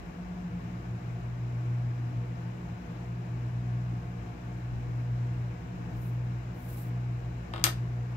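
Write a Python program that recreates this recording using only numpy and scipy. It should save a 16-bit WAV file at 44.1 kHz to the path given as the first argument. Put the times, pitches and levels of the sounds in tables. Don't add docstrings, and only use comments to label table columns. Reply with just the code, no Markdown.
import sys
import numpy as np
from scipy import signal
from scipy.fft import rfft, irfft, next_fast_len
from scipy.io import wavfile
from scipy.ndimage import uniform_filter1d

SR = 44100
rng = np.random.default_rng(int(sys.argv[2]) if len(sys.argv) > 2 else 0)


def rack_gain(trim_db):
    fader = np.asarray(trim_db, float)
    return 10 ** (fader / 20)


def master(y):
    cut = np.clip(np.atleast_2d(y).T, -1, 1)
    pcm = np.round(cut * 32767)
    wavfile.write(sys.argv[1], SR, pcm.astype(np.int16))


N = 359856


def evened(x):
    return x / np.sqrt(np.mean(x ** 2) + 1e-20)


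def read(points, hz):
    f, value = np.transpose(points)
    return np.interp(np.log(hz + 1), np.log(f + 1), value)


def coloured(x, gain):
    size = next_fast_len(x.shape[-1])
    spectrum = rfft(x, size) * gain(np.fft.rfftfreq(size, 1 / SR))
    return irfft(spectrum, size)[..., :x.shape[-1]]


def causal(x, gain_db):
    log_gain = np.log(rack_gain(gain_db(abs(np.fft.fftfreq(2 ** 12, 1 / SR)))))
    taps = np.fft.ifft(np.exp(np.conj(signal.hilbert(log_gain)))).real
    return signal.fftconvolve(x, taps / np.linalg.norm(taps))[:len(x)]


def slow(top_hz):
    return evened(coloured(rng.standard_normal(N), lambda hz: 1 / (1 + (hz / top_hz) ** 4)))


def tone(turns, loose, top_hz=3.1):
    wander = 1 + loose * (slow(top_hz) + 1j * slow(top_hz))
    return evened((wander * np.exp(2j * np.pi * turns)).real)


# (multiple of the buzz, level [dB rms])
BUZZ_PARTIALS = [(1, -40), (2, -67.5), (4, -68)]
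# (order, level [dB rms], unsteadiness [0-1])
UPPER_ORDERS = [(4, -63.5, 0.4), (5, -61.5, 0.6)]
# (time [s], lead [Hz])
MOTOR_LEAD = [(0, .1), (1.5, .33), (2.2, .6), (4.35, .67), (5.75, .76), (6.1, 1.25), (8.16, 1.1)]
# (time [s], length [s], first order [dB], second [dB], third with its casing mode [dB])
LEVEL_SHIFTS = [(0, 0.1, -12, 1, -10), (0.355, 0.3, 0, -2.5, 5), (1.05, 0.088, -3, 0.5, -2),
                (1.75, 0.25, -3, 4, -8), (2.05, 0.084, -10, -1.5, -6), (2.5, 0.17, -5, -2.5, 2.5),
                (3.25, .08, -10, -6.5, 6), (3.85, 0.16, 3.5, 5, 2), (4.3, 0.041, -8, 3, -16),
                (4.9, 0.13, 0, 0, -9), (5.3, 0.3, 0.5, 3.5, -5.5), (5.748, 0.073, -12, 3.5, 3.5),
                (6.6, 0.11, -4, 0.5, -4), (7.356, 0.081, 1.5, 2.5, -12)]


def hum():
    buzz_hz, start_lead_turns = 120.007, -.5
    casing_hz, casing_share = 168.1, 0.56
    port_lag_s = .00011
    t = np.arange(N) / SR
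    lead_hz = np.interp(t, *np.transpose(MOTOR_LEAD))
    shaft = (buzz_hz * t + np.cumsum(lead_hz) / SR + start_lead_turns) / 2

    shift_db = sum(np.outer(db, np.exp(-((t - s) / length) ** 2)) for s, length, *db in LEVEL_SHIFTS)
    first_db = -51 + 4 * lead_hz + shift_db[0]
    second_db = -39 + 1.5 * lead_hz + shift_db[1]
    third_db = -43.5 - 4.5 * lead_hz + shift_db[2]

    out = sum(np.sqrt(2) * rack_gain(db) * np.cos(2 * np.pi * k * buzz_hz * t) for k, db in BUZZ_PARTIALS)
    out += rack_gain(first_db) * tone(shaft, 0.076)
    out += rack_gain(second_db) * tone(2 * shaft, 0.11)
    third = tone(3 * shaft, 0.29) + casing_share * tone(casing_hz * t, 1.1, top_hz=5.9)
    out += rack_gain(third_db) * evened(third)
    out += sum(rack_gain(db) * tone(order * shaft, loose) for order, db, loose in UPPER_ORDERS)
    return np.array([out, np.roll(out, round(port_lag_s * SR))]) * rack_gain([[.3], [-.3]])


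# (time [s], level [dB], hardness [0 soft touch - 1 snap], crack length [s])
CONTACTS = [(7.5372, -25.5, 0.05, 0.002), (7.561, -30.5, 0.12, 0.0022), (7.579, -31, 0, 0.002),
            (7.596, -38, 0.18, 0.002), (7.614, -39, 0.058, 0.003), (7.64, -12, 1, 0.00093),
            (7.6405, -10, 0.97, 0.002), (7.6434, -20, 0.44, 0.0017), (7.6496, -23.5, 0.63, 0.0016),
            (7.653, -21, 0.66, 0.00078), (7.667, -21, 0.36, 0.0016)]
# (frequency [Hz], level [dB], t60 [s])
OBJECT_RINGS = [(330, -11, .07), (500, -12, .06), (790, -13, .07), (990, -15, .09), (1265, -15, .1),
                (1820, -9, .06), (2250, -13, .05), (2890, -11, .05), (3700, -13, .05), (4786, -20, .03),
                (8839, -12, .07), (12950, -6, .05), (13300, -7, .05)]
# (frequency [Hz], level [dB])
TOUCH_COLOUR = [(150, -23), (330, 1.5), (700, 3.5), (1300, 3), (1700, -2.5), (2300, -10.5), (3600, -5),
                (4300, -19), (4900, -15.5), (6000, -37.5), (9000, -27.5), (11000, -39), (15500, -37)]
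# (frequency [Hz], level [dB])
SNAP_COLOUR = [(150, -27), (350, -13.5), (700, -12), (1800, 5.5), (2250, 0.5), (2900, 1.5), (3800, -4.5),
               (5000, 1.5), (6500, -3), (8300, -1), (11500, -8), (13200, 1.5), (15500, -19)]


def hits():
    t = np.arange(SR // 4) / SR
    out = np.zeros(N)
    rings = sum(rack_gain(db - 60 * t / t60) * np.sin(2 * np.pi * hz * t) for hz, db, t60 in OBJECT_RINGS)
    bins_hz = np.fft.rfftfreq(len(t), 1 / SR)
    for s, db, hard, length in CONTACTS:
        attack = np.minimum(t / .0001, 1)
        crack = rng.standard_normal(len(t)) * np.exp(-(t / length) ** 1.4) * attack
        lumps_db = 10 * np.log10(uniform_filter1d(abs(rfft(crack)) ** 2, size=100))
        crack = causal(crack, lambda hz: -np.interp(hz, bins_hz, lumps_db))
        crack *= np.sqrt(length * SR / 2) / np.linalg.norm(crack)
        sound = causal(crack + rack_gain(-15.0) * rings,
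                       lambda hz: hard * read(SNAP_COLOUR, hz) + (1 - hard) * read(TOUCH_COLOUR, hz))
        at = round(s * SR)
        out[at:at + len(t)] += rack_gain(db) * sound[:N - at]
    return out


# (frequency [Hz], level [dB])
TABLE_LEFT = [(350, -3), (850, 14), (1500, -0.5), (2200, 6), (3300, 6), (4700, 16.5), (7500, 18.5),
              (9000, 6), (13000, 8), (16000, -3)]


def direct(blow):
    port_lag_s = .0003
    left = causal(blow, lambda hz: .5 * read(TABLE_LEFT, hz))
    right = causal(blow, lambda hz: -.5 * read(TABLE_LEFT, hz))
    return np.array([left, np.roll(right, round(port_lag_s * SR))]) * rack_gain([[2], [-2]])


# (frequency [Hz], t60 [s])
ROOM_DECAY = [(300, 0.36), (800, 0.16), (2100, 0.21), (5500, 0.21), (12000, 0.16)]


def room(blow):
    first_wall_s = 0.0029
    hz, t, z = signal.stft(rng.standard_normal((2, SR // 2)), SR, nperseg=128)
    decay = rack_gain(-60 * t / read(ROOM_DECAY, hz)[:, None])
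    tail = signal.istft(z * decay, SR, nperseg=128)[1]
    tail *= np.clip(np.arange(tail.shape[1]) / (first_wall_s * SR) - .5, 0, 1)
    tail /= np.linalg.norm(tail[0])
    return rack_gain([[-2], [-4.5]]) * signal.fftconvolve(blow[None], tail, axes=1)[:, :N]


# (fastest moment [s], level [dB], rise [s], fall [s], top [1 pointed - 3 flat])
STROKES = [
    (6.045, -64, .14, .13, 1.4),
    (6.77, -57.5, .225, .135, 2.3),
]
# (frequency [Hz], level [dB])
SKIN_COLOUR = [(2000, -23), (4000, -10), (6000, -18), (8000, -9.5), (10500, -5), (12000, -1), (14000, -1.5),
               (16000, 0.5)]
# (frequency [Hz], level [dB])
PORT_LEFT = [(100, 2), (300, -2), (720, 5), (1250, 2), (2250, 8), (2700, 7.5), (3600, 6.5), (4050, 10.5),
             (4300, 6), (4750, 8.5), (5000, 11.5), (7600, 16), (8200, 1.5), (12000, -2)]


def slides():
    slide_db = 20
    t = np.arange(N) / SR
    level = 0
    for s, db, rise, fall, top in STROKES:
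        distance = abs((t - s) / np.where(t < s, rise, fall))
        level = level + rack_gain(db - slide_db * distance ** top)
    grit_db = 3 * np.minimum(rng.exponential(1, N), 5) + 1.2 * slow(top_hz=40)
    slips = rng.standard_normal((2, N)) * rack_gain(grit_db)
    hiss = evened(coloured(slips, lambda hz: rack_gain(read(SKIN_COLOUR, hz))))
    return rack_gain(7) * level * coloured(hiss, lambda hz: rack_gain(np.outer([.5, -.5], read(PORT_LEFT, hz))))


# (time [s], level [dB], length [s])
DRAUGHT_PUFFS = [(0.01, -48, 0.047), (.27, -56, 0.075), (1.3, -56, 0.23), (2.003, -54, 0.045),
                 (2.167, -49, 0.059), (4.744, -45, 0.034), (4.88, -51, 0.12), (5.082, -51, 0.031),
                 (5.82, -53, 0.088), (6.0, -51, 0.079), (6.302, -69, 0.11), (7.206, -56, 0.084),
                 (7.77, -54, 0.044)]


def draughts():
    t = np.arange(N) / SR
    level = sum(rack_gain(db) * np.exp(-((t - s) / length) ** 2) for s, db, length in DRAUGHT_PUFFS)
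    lumps = coloured(rng.standard_normal((2, N)), lambda hz: (hz / 45) ** 2 / (1 + (hz / 55) ** 4))
    return evened(lumps) * level * rack_gain([[4], [0]])


# (frequency [Hz], width [Hz], level [dB per Hz])
ROOM_MODES = [(56.7, 12, -68), (86.6, 18, -68), (113.8, 6.5, -56.5), (131, 18, -73.5), (170.7, 17.8, -63),
              (224.7, 17, -73.5), (245.6, 20.3, -70.5), (294.2, 6, -70.5), (320.3, 15, -70),
              (358.6, 39, -74.5), (416, 26, -78.5), (481.6, 22.7, -75.5), (537, 18, -89), (615, 120, -83),
              (684.6, 23, -82), (713.7, 22, -78.5), (824, 11, -83)]
# (frequency [Hz], level [dB per Hz])
AIR_FLOOR = [(20, -101.5), (45, -75.5), (150, -78.5), (270, -83), (900, -87), (1300, -85.5), (2000, -94),
             (2800, -99), (3200, -104), (4400, -108), (7300, -118), (9500, -116), (12000, -113),
             (16000, -115)]
# (frequency [Hz], likeness [-1..1])
PORT_LIKENESS = [(60, 0.95), (200, 1), (300, 0.78), (450, -0.012), (750, 0.23), (1000, 0.18), (1350, -0.79),
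                 (1750, 0.19), (2300, 0.12), (3000, 0.081), (4200, -0.12)]


def air():
    a, b = rng.standard_normal((2, N))
    ripple = evened(uniform_filter1d(rng.standard_normal((2, 2 ** 11)), size=4))
    ripple_hz = np.linspace(0, SR / 2, 2 ** 11)

    def right_gain(hz):
        peaks = sum(rack_gain(db) ** 2 / (1 + (2 * (hz - f) / width) ** 4) for f, width, db in ROOM_MODES)
        smooth = np.sqrt((peaks + rack_gain(read(AIR_FLOOR, hz)) ** 2) * SR / 2)
        ragged = np.array([np.interp(hz, ripple_hz, r) for r in ripple])
        return smooth * rack_gain(1.7 * ragged * (hz > 500) / (1 + (hz / 5000) ** 2))

    def same(hz):
        return np.clip(read(PORT_LIKENESS, hz), -1, 1)

    left = coloured(a, same) + coloured(b, lambda hz: np.sqrt(1 - same(hz) ** 2))
    pair = np.array([coloured(left, lambda hz: rack_gain(read(PORT_LEFT, hz))), a])
    return coloured(pair, right_gain) * rack_gain(0.33 * slow(top_hz=4.5))


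def scene():
    blow = hits()
    return hum() + direct(blow) + room(blow) + slides() + draughts() + air()


def roll_off(x):
    return signal.sosfilt(signal.butter(12, 16820, fs=SR, output="sos"), x)


def record(dry):
    edge_hz, pad = 15720, 2000
    padded = np.pad(dry, ((0, 0), (pad, pad)), "reflect")
    limited = coloured(padded, lambda hz: 1 / (1 + (hz / edge_hz) ** 400))[:, pad:-pad]
    mix = np.clip(limited, -1, 1)
    return roll_off(mix)


dry = scene()
out = record(dry)
master(out)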